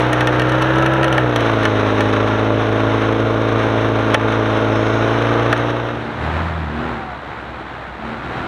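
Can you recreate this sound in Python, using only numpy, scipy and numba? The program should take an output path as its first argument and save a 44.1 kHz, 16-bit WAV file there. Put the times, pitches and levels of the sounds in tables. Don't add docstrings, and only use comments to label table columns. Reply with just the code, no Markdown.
import sys
import numpy as np
from scipy import signal
from scipy.fft import rfft, irfft, next_fast_len
from scipy.io import wavfile
from scipy.ndimage import uniform_filter1d
from numba import njit

SR = 44100
rng = np.random.default_rng(int(sys.argv[2]) if len(sys.argv) > 2 else 0)


def inscribe(sig):
    pcm = np.round(np.clip(np.atleast_2d(sig).T, -1, 1) * 32767)
    wavfile.write(sys.argv[1], SR, pcm.astype(np.int16))


N = 373527
TIME = np.arange(N) / SR

# lateness_cycles, strength_db
CYLINDER_FIRINGS = [(0.0013, 0.5), (0.0171, -3), (-0.0065, -0.5), (0.0063, -3.5)]


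def undb(db):
    return 10 ** (np.asarray(db) / 20)


def unit(x):
    return x / np.sqrt(np.mean(x ** 2))


def curves(table):
    times_s, *columns = np.transpose(table)
    return [uniform_filter1d(np.interp(TIME, times_s, column), size=1500) for column in columns]


def walk(rate_hz):
    hold = max(int(SR / rate_hz), 2)
    steps = np.repeat(rng.standard_normal(N // hold + 1), hold)
    return 1.3 * uniform_filter1d(uniform_filter1d(steps, hold), hold)[:N]


def colour(x, points):
    size = next_fast_len(len(x) + 4096, True)
    size += size % 2
    hz, db = np.transpose(points)
    bin_hz = np.arange(size // 2 + 1) * SR / size
    gain_db = np.interp(np.log(bin_hz + 1), np.log(hz), db)
    cepstrum = irfft(np.log(undb(gain_db)))
    cepstrum[1:size // 2] *= 2
    cepstrum[size // 2 + 1:] = 0
    return irfft(rfft(x, size) * np.exp(rfft(cepstrum)), size)[:len(x)]


def exhaust(cycle, load, flutter_db=.06, dispersion=.006):
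    harmonics = {2: (-32.5, -34), 3: (-43, -45), 4: (-20.5, -20.5), 5: (-55, -38.5), 6: (-34, -59),
                 7: (-40, -47), 8: (-38, -28), 9: (-42, -58), 10: (-20.5, -26), 11: (-46, -32),
                 12: (-37, -25.5), 13: (-43, -39), 14: (-31.5, -38), 15: (-49, -30), 16: (-26.5, -28.5),
                 17: (-31, -29.5), 18: (-31.5, -35.5), 19: (-31.5, -32), 20: (-52, -49), 21: (-50, -39.5),
                 22: (-37, -30.5), 23: (-36, -31.5), 24: (-59, -33), 25: (-57, -43), 28: (-35.5, -48),
                 30: (-31, -67), 31: (-64, -36.5), 40: (-37, -56), 43: (-38, -38.5), 51: (-32.5, -36)}
    lateness, strength_db = np.transpose(CYLINDER_FIRINGS)
    moments = np.arange(len(lateness)) / len(lateness) + lateness
    uneven_cycle = cycle + .0014 * walk(90)
    boom, growl = 0, 0
    for order, (loaded_db, eased_db) in harmonics.items():
        firing_phase = np.angle(np.sum(undb(strength_db) * np.exp(-2j * np.pi * order * moments)))
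        phase = firing_phase - dispersion * order ** 2
        blur = .0006 * order ** 2 * walk(3 * order)
        amplitude = load * undb(loaded_db) + (1 - load) * undb(eased_db)
        harmonic = -amplitude * np.cos(2 * np.pi * order * uneven_cycle + phase + blur)
        if order < 2 * len(CYLINDER_FIRINGS):
            boom += harmonic
        else:
            growl += harmonic * undb(flutter_db * order * walk(9))
    boom_db = -18.5 + load + .69 * walk(60)
    growl_db = -16 - .5 * load + walk(110)
    return unit(boom) * undb(boom_db) + unit(growl) * undb(growl_db)


def gas_puffs(cycle, decay_cycles=.15):
    flow = .33
    for k, (lateness, strength_db) in enumerate(CYLINDER_FIRINGS):
        age_cycles = (cycle - k / len(CYLINDER_FIRINGS) - lateness) % 1
        flow += undb(strength_db) * np.exp(-age_cycles / decay_cycles)
    return flow


def gas_rasp(puffs, load, eased_db=-21.5, loaded_db=-20.5):
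    # frequency_hz, gain_db
    spectrum = [(25, -30), (55, -16.5), (110, -6.5), (175, -10), (280, -8), (430, 0.5), (560, -1),
                (700, -3.5), (860, -5), (1300, -14.5), (2500, -27), (6000, -58.5)]
    rasp = unit(colour(rng.standard_normal(N) * puffs, spectrum))
    return rasp * undb(eased_db + load * (loaded_db - eased_db))


def intake_roar(puffs, load, loaded_db=-21.5):
    # frequency_hz, gain_db
    spectrum = [(300, -39), (540, 10), (700, -11), (900, 4), (1120, -23), (1320, 11), (1560, 2.5),
                (1800, 3), (2200, -9), (3000, -6), (4200, -44)]
    return unit(colour(rng.standard_normal(N) * puffs, spectrum)) * load * undb(loaded_db)


def valve_train(cycle, count=18, scatter_db=4, decay_s=.0054):
    t, out = TIME[:SR // 60], 0
    for place in (np.arange(count) + rng.random(count)) / count:
        taps = np.searchsorted(cycle, np.arange(int(cycle[-1]) - 1) + place)
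        forces = np.zeros(N)
        forces[taps] = undb(scatter_db * rng.standard_normal(len(taps)))
        burst = rng.standard_normal(len(t)) * np.exp(-t / decay_s) * undb(1.93 * rng.standard_normal())
        out += signal.oaconvolve(forces, burst)[:N]
    return unit(out)


def engine_bay(cycle, wander_db=.5):
    # frequency_hz, gain_db
    spectrum = [(400, -15.5), (850, 0), (1080, 1.5), (1400, 0.5), (1850, -4), (2150, -8), (3000, -11.5),
                (3800, -12.5), (4700, -33.5), (5400, -27.5), (6300, -27), (7300, -47), (8900, -39.5),
                (11500, -51.5), (15500, -61)]
    # time_s, level_db
    levels = [(0, -21), (.65, -20), (1.1, -25.5), (1.4, -20), (2.2, -19.5), (2.8, -21.5), (3.5, -21),
              (4.0, -20.5), (5.4, -20)]
    level_db, = curves(levels)
    fan = rng.standard_normal(N) * undb(1.7 * walk(25))
    rattle = undb(1) * valve_train(cycle)
    return unit(colour(fan + rattle, spectrum)) * undb(level_db + wander_db * walk(6))


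def near_engine(eased_hz=56.2, pulling_hz=64.5):
    # time_s, rotation_hz
    speeds = [(0.0, 61.4), (0.42, 62.1), (0.8, 65.2), (1.0, 66.0), (1.14, 64.7), (1.31, 60.0), (1.51, 55.9),
              (1.8, 52.9), (2.16, 53.3), (2.55, 54.5), (2.87, 54.6), (3.35, 55.6), (3.82, 55.5),
              (4.01, 55.0), (4.79, 54.9), (5.33, 58.0), (5.74, 59.0), (6.1, 59.0)]
    crank_hz, = curves(speeds)
    load = np.clip((crank_hz - eased_hz) / (pulling_hz - eased_hz), 0, 1)
    cycle = np.cumsum(crank_hz) / SR / 2
    puffs = gas_puffs(cycle)
    return gas_rasp(puffs, load) + intake_roar(puffs, load) + engine_bay(cycle) + exhaust(cycle, load)


def frame_ring(t, detune=.0198):
    # frequency_hz, level_db, t60_s
    modes = [(430, -17, .09), (632, -3.5, 0.1), (870, -6, 0.22), (1376, -0.5, 0.086), (1576, 0, 0.1),
             (1808, 7, 0.053), (2240, -2, 0.059), (2620, -4, 0.071), (2960, -3.5, 0.062),
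             (3240, -13, 0.079), (4145, -12.5, 0.049), (5370, -31, 0.023)]
    ring = 0
    for hz, db, t60_s in modes:
        mode_hz = hz * (1 + detune * rng.standard_normal())
        ring += undb(db) * np.sin(2 * np.pi * mode_hz * t) * undb(-60 * t / t60_s)
    return ring


def chassis_clicks(crack_s=.0029, rattle_s=.0092, climb_end_s=1.6):
    # start_s, level_db, relative_ring_db
    clicks = [(0.1306, -16.5, 11.5), (0.208, -22, 18.5), (0.2723, -19.5, 16), (0.397, -24, 19.5),
              (0.4192, -29.5, 23), (0.5215, -30.5, 19), (0.623, -22, 13.5), (0.7844, -28.5, 17),
              (0.8244, -28, 18), (0.862, -24, 20), (0.9358, -27, 6), (1.0311, -24.5, 18),
              (1.0435, -22.5, 17), (1.0811, -30, 13), (1.1263, -21, 8), (1.1797, -26, 20),
              (1.3608, -18, 13), (1.4066, -28, 16), (1.6335, -29, 18), (1.6536, -20.5, 18),
              (2.0072, -21, 16), (4.1436, -13.5, 10), (5.528, -21.5, 19.5), (5.5772, -30, 15)]
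    # frequency_hz, gain_db
    spectrum = [(200, -17), (600, 10), (1500, -1), (3200, 15), (4800, -11), (5900, 4.5), (7300, -18),
                (9000, -5.5), (11000, -15), (15500, -27)]
    ticks = [(climb_end_s * rng.random(), -32.5 + 6 * rng.standard_normal(), 13) for _ in range(12)]
    t, out = TIME[:SR // 5], np.zeros(N)
    envelope = np.exp(-t / crack_s) + undb(-14) * np.exp(-t / rattle_s)
    for start_s, level_db, ring_db in clicks + ticks:
        crack = undb(3) * colour(rng.standard_normal(len(t)) * envelope, spectrum)
        ring = undb(ring_db - 14) * frame_ring(t)
        start = int(start_s * SR)
        out[start:start + len(t)] += undb(level_db) * (crack + ring)
    return out


def whines():
    # start_s, end_s, start_hz, end_hz, level_db
    glides = [(.62, 1.2, 1305, 1315, -28), (2.4, 3.7, 1435, 1400, -38), (2.0, 5.4, 3600, 3620, -51),
              (4.4, 5.35, 5240, 5280, -54.5), (4.2, 5.35, 5780, 5940, -53.5), (4.6, 5.2, 6540, 6580, -58),
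              (6.8, 7.18, 870, 695, -36)]
    out = np.zeros(N)
    for start_s, end_s, start_hz, end_hz, level_db in glides:
        progress = np.clip((TIME - start_s) / (end_s - start_s), 0, 1)
        pitch_hz = (start_hz + (end_hz - start_hz) * progress) * (1 + .004 * walk(45))
        swell = np.sin(np.pi * progress) * undb(level_db + 2.5 * walk(20))
        out += swell * np.sqrt(2) * np.sin(2 * np.pi * np.cumsum(pitch_hz) / SR)
    return out


def suspension_clunks(low_hz=550, damped_s=.0018, body_db=-7, body_s=.013, body_top_hz=850):
    # start_s, level_db, contact_s, cutoff_hz
    clunks = [(1.180, -12.5, .0013, 2500), (1.654, -20, .002, 2000), (4.145, -4, .0032, 2800),
              (5.528, -7, .0036, 1700)]
    t, out = TIME[:SR // 5], np.zeros(N)
    for start_s, level_db, contact_s, cutoff_hz in clunks:
        grind = rng.standard_normal(len(t)) * t / contact_s * np.exp(-t / contact_s)
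        push = colour(grind, [(low_hz / 2, -18), (low_hz, 0), (cutoff_hz, 0), (2 * cutoff_hz, -18)])
        knock = signal.fftconvolve(push, frame_ring(t) * np.exp(-t / damped_s))[:len(t)]
        knock /= np.std(knock[:SR // 100])
        body = colour(frame_ring(t) * t * np.exp(-t / body_s), [(body_top_hz, 0), (2 * body_top_hz, -18)])
        body /= np.std(body[:SR // 50])
        start = int(start_s * SR)
        out[start:start + len(t)] += undb(level_db) * (knock + undb(body_db) * body)
    return out


def throttle_bell(peak_s, rise_s, fall_s):
    return np.exp(-((TIME - peak_s) / np.where(TIME < peak_s, rise_s, fall_s)) ** 2)


def distant_exhaust(firing_hz, partials, wobble, flutter_db):
    firings = np.cumsum(firing_hz * (1 + wobble * walk(35))) / SR
    tone = 0
    for multiple, level_db in partials:
        amplitude = undb(level_db + flutter_db * walk(12))
        tone += amplitude * np.cos(2 * np.pi * (multiple * firings + rng.random()))
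    return unit(tone), firings


def blipping_vehicle(idle_hz=69.22, idle_db=-51, rolling_db=-30):
    # peak_s, rise_s, fall_s, firing_hz, exhaust_db, noise_db
    blips = [(6.0, .2, .16, 77.8, -26.5, -27), (6.27, 0.091, .34, 77.9, -31.5, -23),
             (6.85, .17, .19, 79, -25.5, -27.5), (7.5, .14, .12, 77, -40, -55),
             (8.09, .09, .17, 74.3, -31.5, -30.5), (8.42, .2, .2, 84.94, -31.5, -25.5)]
    # firing_rate_multiple, level_db
    partials = [(1.5, -12), (2, -11), (3, 2), (3.5, -12), (4, -4), (4.5, -11), (5, -9), (6, -13), (7, -12),
                (10, -11), (17, -15)]
    # frequency_hz, gain_db
    spectrum = [(25, -15), (45, -14), (70, 3.5), (100, 0), (130, 5.5), (185, -2), (320, 1), (450, -2.5),
                (800, 2), (1050, -0.5), (1450, 0), (2100, -7.5), (3000, -15), (3900, -17.5), (4800, -31),
                (8500, -42), (12000, -53), (15500, -53)]
    firing_hz, exhaust_power, noise_power = idle_hz, undb(idle_db) ** 2, undb(rolling_db) ** 2
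    for peak_s, rise_s, fall_s, peak_hz, exhaust_db, noise_db in blips:
        throttle = throttle_bell(peak_s, rise_s, fall_s)
        firing_hz += throttle * (peak_hz - idle_hz)
        exhaust_power += (throttle * undb(exhaust_db)) ** 2
        noise_power += (throttle * undb(noise_db)) ** 2
    tone, firings = distant_exhaust(firing_hz, partials, wobble=.009, flutter_db=2)
    throb = 1 + .2 * np.cos(2 * np.pi * firings)
    rattle = undb(-10) * valve_train(firings / len(CYLINDER_FIRINGS), count=8, scatter_db=1.5)
    noise = (rng.standard_normal(N) * throb + rattle) * undb(.51 * walk(30))
    return tone * np.sqrt(exhaust_power) + unit(colour(noise, spectrum)) * np.sqrt(noise_power)


def droning_engine(rev_s=6.46, rev_hz=82.6, rev_db=-23, idle_hz=66.5, idle_db=-42, sag_hz_per_s=2.6):
    # firing_rate_multiple, level_db
    partials = [(1, 0), (1.5, -13), (2, -7), (2.5, -18)]
    base_hz = idle_hz - sag_hz_per_s * np.maximum(TIME - rev_s, 0)
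    firing_hz = base_hz + throttle_bell(rev_s, rise_s=.32, fall_s=.32) * (rev_hz - base_hz)
    drone, _ = distant_exhaust(firing_hz, partials, wobble=.0178, flutter_db=.5)
    corners_s = np.cumsum([6.1, .16, .35, .42])
    swell = np.interp(TIME, corners_s, [0, 1, 1, 0])
    return drone * undb(idle_db + swell * (rev_db - idle_db))


def scene():
    # time_s, near_db, far_db
    dissolve = [(5.52, -2.5, -40), (5.72, -6, -15), (5.9, -9, -7.5), (6.1, -17, 0.5), (6.25, -14, 0),
                (6.4, -60, 0.5)]
    near_db, far_db = curves(dissolve)
    near = near_engine() + chassis_clicks() + suspension_clunks()
    far = droning_engine() + blipping_vehicle()
    return (near * undb(near_db) + far * undb(far_db) + whines())[None]


@njit
def peak_follower(x, attack_s, release_s):
    attack, release = 1 / (1 + attack_s * SR), 1 / (1 + release_s * SR)
    out, level = np.empty(len(x)), 0.
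    for i in range(len(x)):
        level += (abs(x[i]) - level) * (attack if abs(x[i]) > level else release)
        out[i] = level
    return out


def record(dry, threshold_db=-6, cutoff_hz=15800):
    envelope = peak_follower(dry[0], .00072, .084)
    limited = dry / np.maximum(1, envelope / undb(threshold_db))
    return signal.sosfilt(signal.ellip(8, .2, 70, cutoff_hz, fs=SR, output="sos"), limited)


dry = scene()
out = record(dry)
inscribe(out)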